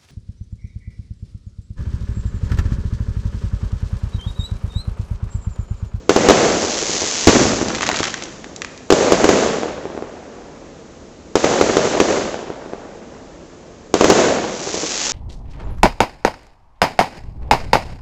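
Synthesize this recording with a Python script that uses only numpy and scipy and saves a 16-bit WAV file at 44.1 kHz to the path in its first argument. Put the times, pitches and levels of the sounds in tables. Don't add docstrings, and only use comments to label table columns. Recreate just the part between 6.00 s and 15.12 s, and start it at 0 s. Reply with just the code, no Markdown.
import sys
import numpy as np
from scipy import signal
from scipy.fft import rfft, irfft, next_fast_len
from scipy.io import wavfile

SR = 44100
rng = np.random.default_rng(int(sys.argv[2]) if len(sys.argv) > 2 else 0)


def dump_mix(stems):
    frames = np.atleast_2d(stems).T
    limited = np.clip(frames, -1, 1)
    pcm = np.round(limited * 32767).astype(np.int16)
    wavfile.write(sys.argv[1], SR, pcm)


N = 402191
TIME = np.arange(N) / SR
CUTOFF_HZ = 8000


def from_db(db):
    return 10 ** (np.asarray(db) / 20)


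def unit_rms(x):
    return x / np.sqrt(np.mean(x ** 2) + 1e-20)


def at_hz(rows, hz):
    row_hz, *columns = np.transpose(rows)
    return [np.interp(np.log(hz + 1e-3), np.log(row_hz), column) for column in columns]


def filtered(x, hz, kind, order=2):
    sos = signal.butter(order, np.minimum(hz, SR / 2 - 1), kind, fs=SR, output="sos")
    return signal.sosfilt(sos, x + 1e-18)


def coloured(x, spectrum):
    size = next_fast_len(N)
    gain = from_db(at_hz(spectrum, np.arange(size // 2 + 1) * SR / size)[0])
    return unit_rms(irfft(rfft(x, size) * gain, size)[:N])


def add(out, start_s, sound):
    i = int(np.clip(round(start_s * SR), 0, len(out) - 1))
    out[i:i + len(sound)] += sound[:len(out) - i]


def through(x, response):
    return signal.fftconvolve(x, response)[:N]


# f/Hz, relative density/dB
TOWN_SPECTRUM = [(15, -36), (25, -8.5), (81, -5.5), (102, -11), (177, -6.5), (278, -5.5), (306, -9),
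                 (337, -4), (398, -12.5), (428, -6), (940, -20.5), (2690, -29), (7500, -34), (9750, -22.5),
                 (16500, -120)]


def town(rms_db):
    return from_db(rms_db) * coloured(rng.standard_normal(N), TOWN_SPECTRUM)


def shock(hz, damping, samples=1200):
    phase = 2 * np.pi * hz * TIME[:samples]
    return np.exp(-damping * phase) * (np.cos(phase) - damping * np.sin(phase))


# t/s, shock level before overload/dB
BURSTS = [(.0940, 15), (.1624, 11.5), (.2870, 17.5), (.2974, 15), (.3069, 11), (1.2718, 24), (2.9035, 14.5),
          (2.9241, 14), (3.1212, 14.5), (3.2428, 13), (3.2904, 13.5), (5.3552, 11.5), (5.4436, 10),
          (5.6118, 11), (5.7692, 9), (6.0017, 13), (7.9407, 11.5), (8.0102, 11), (8.0434, 13), (8.1006, 15),
          (8.106, 4)]


def shells(boom_hz, thump_hz, damping, heavy_above_db, echo_drive_db):
    shore_paths = shore(gain_db=8.5, tail_t60_s=4.43, grain_db=4.0, facets_per_s=220, smooth_hz=2500)
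    out = np.zeros(N)
    for k, (start_s, peak_db) in enumerate(BURSTS):
        excess_db = max(peak_db - heavy_above_db, 0)
        boom = shock(boom_hz / 2 ** (0.05 * excess_db), damping)
        thump = from_db(-33 + 2.5 * excess_db) * shock(thump_hz, damping)
        blast = from_db(peak_db) * (boom + thump)
        report = through(blast, near_walls())
        add(report, 0, blast)
        ground_rip = from_db(-3) * through(blast, clutter(t60_s=0.017, low_hz=1650))
        railing_splash = from_db(-7.5) * through(blast, clutter(t60_s=0.27, low_hz=1950))
        echo_db = echo_drive_db + 0.5 * excess_db - peak_db
        slaps = from_db(echo_db - 0.6) * through(report, far_walls())
        roll = from_db(echo_db) * through(blast, shore_paths[k % len(shore_paths)])
        for arrival in (report, ground_rip, railing_splash, slaps, roll):
            add(out, start_s, arrival)
    return out


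def clutter(t60_s, low_hz):
    t = TIME[:int(t60_s * SR) + 8]
    noise = filtered(rng.standard_normal(len(t)), low_hz, "high", order=1)
    splash = noise * from_db(-60 * t / t60_s)
    return splash / np.linalg.norm(splash)


def reflections(walls, wander_s, order):
    response = np.zeros(int((walls[-1][0] + .05) * SR))
    for (delay_s, level_db, cutoff_hz), shift in zip(walls, rng.uniform(-1.1, 1, len(walls))):
        echo = filtered(signal.unit_impulse(300), cutoff_hz, "low", order)
        add(response, delay_s + wander_s * shift, from_db(level_db) * echo)
    return response


# delay/s, level/dB, cutoff/Hz
NEAR_ECHOES = [(.0025, -14.5, 5000), (.0121, -8.5, 770), (.0183, -20, 900), (.0227, -15.5, 800)]


def near_walls():
    return reflections(NEAR_ECHOES, wander_s=0.00027, order=2)


# delay/s, relative level/dB, cutoff/Hz
FAR_ECHOES = [(.0846, -11, 1290), (.0925, -14, 1200), (.1435, -14, 1300), (.1575, -13.5, 1200),
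              (.1826, -12.5, 1100), (.264, -18.5, 1000), (.3421, -15.5, 1700), (.3898, -21, 1000),
              (.6585, -20.5, 550), (.7332, -14, 560), (1.122, -36.5, 700), (1.375, -38, 706)]


def far_walls():
    return reflections(FAR_ECHOES, wander_s=0.0006, order=1)


# f/Hz, relative swell level/dB, time to peak/s, relative tail level/dB
SHORE_BANDS = [(35, -2, 0.15, -48), (80, -3, 0.14, -22), (121, 0, 0.072, -12), (208, 2, 0.1, -7.5),
               (336, -5, 0.095, -14.5), (590, 0.5, 0.1, -10.5), (840, -3.5, 0.1, -12),
               (1810, -1.5, 0.1, -13.5), (3520, -2, 0.11, -18.5), (7840, 2, 0.087, -21.5)]


def shore(gain_db, tail_t60_s, grain_db, facets_per_s, smooth_hz, count=8):
    t = TIME[:int(2.5 * SR)]
    facets_s = np.arange(0, 3, 1 / facets_per_s)
    white = rng.standard_normal((2, count, len(t)))
    strengths = rng.standard_normal((len(facets_s), count)).clip(-2, 2)
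    lumps = np.array([np.interp(t, facets_s, row) for row in strengths.T])
    lumpy = white * unit_rms(from_db(grain_db * lumps))
    edges_hz = 22 * 2 ** np.arange(0, 9.1, .5)
    paths = 0
    for k, (low_hz, high_hz) in enumerate(zip(edges_hz, edges_hz[1:])):
        hz = np.sqrt(low_hz * high_hz)
        swell_db, peak_s, tail_db = at_hz(SHORE_BANDS, hz)
        swell = from_db(swell_db) * t / peak_s * np.exp(1 - t / peak_s)
        tail = from_db(tail_db - 60 * t / tail_t60_s) * (1 - np.exp(-t / peak_s))
        echoes = (lumpy if hz < smooth_hz else white)[k % 2]
        paths += filtered(echoes, [low_hz, high_hz], "band") * np.hypot(swell, tail)
    return from_db(gain_db) * paths / np.sqrt(SR)


def burn(start_s, attack_s, hold_s, fade_db_per_s, steepness=1):
    age_s = TIME - start_s
    rise = np.clip(age_s / attack_s, 0, 1) ** steepness
    return rise * from_db(-fade_db_per_s * np.maximum(age_s - attack_s - hold_s, 0))


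# ignition t/s, full-burn level/dB
GLITTER_CLOUDS = [(.17, -23.5), (8.35, -24)]
# f/Hz, relative density/dB
FIZZ_SPECTRUM = [(100, -14), (300, -5.5), (600, -6), (900, -5.5), (1400, -7), (2200, -4.5), (3200, -5),
                 (4500, -3.5), (6000, -2), (8000, -4.5)]


def glitter(sparks_per_s, spread_db, attack_s, hold_s, embers_db):
    sparks = (rng.random(N) < sparks_per_s / SR) * rng.choice([-1, 1], N)
    strengths = from_db(spread_db * rng.standard_normal(N).clip(-2, 2))
    fizz = filtered(coloured(sparks * strengths, FIZZ_SPECTRUM), CUTOFF_HZ, "low")
    gain = np.zeros(N)
    for start_s, level_db in GLITTER_CLOUDS:
        gain += from_db(level_db) * burn(start_s, attack_s, hold_s, fade_db_per_s=50)
        gain += from_db(level_db + embers_db) * burn(start_s, attack_s, hold_s, fade_db_per_s=5.5)
    return gain * unit_rms(fizz)


def pop(hz, splash_db, splash_t60_s, samples=700):
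    scatter = rng.standard_normal(samples) * from_db(-60 * TIME[:samples] / splash_t60_s)
    path = signal.unit_impulse(samples) + from_db(splash_db) * scatter / np.linalg.norm(scatter)
    return np.convolve(shock(hz, damping=0.43, samples=200), path)


# t/s, relative level/dB
LOUD_CRACKS = [(1.6846, -6), (1.7622, -14.5), (1.8213, -6), (1.8665, -1.5), (1.9898, -4), (2.0045, -8),
               (2.0308, -5), (2.0402, -4.5), (2.054, -6), (2.1417, -5), (2.224, -11), (2.2372, -7.5),
               (2.4439, -16.5), (2.5628, -11.5), (2.6195, -7), (2.6476, -11), (2.7771, -21)]


def crackling_stars(crack_gain_db, crack_hz, swarm_db, swarm_hz, max_pops_per_s, spread_db, echo_db):
    out = np.zeros(N)
    for (start_s, level_db), pitch in zip(LOUD_CRACKS, rng.standard_normal(len(LOUD_CRACKS))):
        crack = pop(crack_hz * np.exp(0.47 * pitch), splash_db=-2.5, splash_t60_s=0.025)
        add(out, start_s, from_db(level_db + crack_gain_db) * crack)
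    thrown_s, _ = max(BURSTS, key=lambda burst: burst[1])
    vigour = burn(thrown_s, attack_s=0.61, hold_s=0.11, fade_db_per_s=76, steepness=2.4)
    onsets = np.flatnonzero(rng.random(N) < max_pops_per_s * np.sqrt(vigour) / SR)
    for i, (strength, pitch) in zip(onsets, rng.standard_normal((len(onsets), 2)).clip(-2, 2)):
        crackle = pop(swarm_hz * np.exp(0.55 * pitch), splash_db=0.5, splash_t60_s=0.019)
        add(out, i / SR, vigour[i] * from_db(swarm_db + spread_db * strength) * crackle)
    return out + from_db(echo_db) * through(out, clutter(t60_s=1.0, low_hz=400))


def scene():
    booms = shells(boom_hz=381, thump_hz=121, damping=0.35, heavy_above_db=16.5, echo_drive_db=9.5)
    stars = crackling_stars(crack_gain_db=2, crack_hz=2520, swarm_db=-12.5, swarm_hz=1730,
                            max_pops_per_s=380, spread_db=5.5, echo_db=-8.5)
    fizz = glitter(sparks_per_s=3500, spread_db=6.5, attack_s=0.71, hold_s=0.56, embers_db=-25.5)
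    return (booms + stars + fizz + town(rms_db=-40.5))[None]


def record(dry, presence_hz=6500, presence_q=3.5, presence_mix_db=-0.5, ceiling=1.018, top_hz=17000):
    presence = signal.lfilter(*signal.iirpeak(presence_hz, presence_q, fs=SR), dry)
    overloaded = np.clip(dry + from_db(presence_mix_db) * presence, -ceiling, ceiling)
    band_limit = signal.firwin(115, CUTOFF_HZ - 230, window=("kaiser", 8), fs=SR)
    narrow = signal.fftconvolve(overloaded, band_limit[None], "same")
    smoothing = signal.firwin(101, top_hz, fs=SR)
    return signal.fftconvolve(np.clip(narrow, -1, 1), smoothing[None], "same")


dry = scene()
out = record(dry)
dump_mix(out)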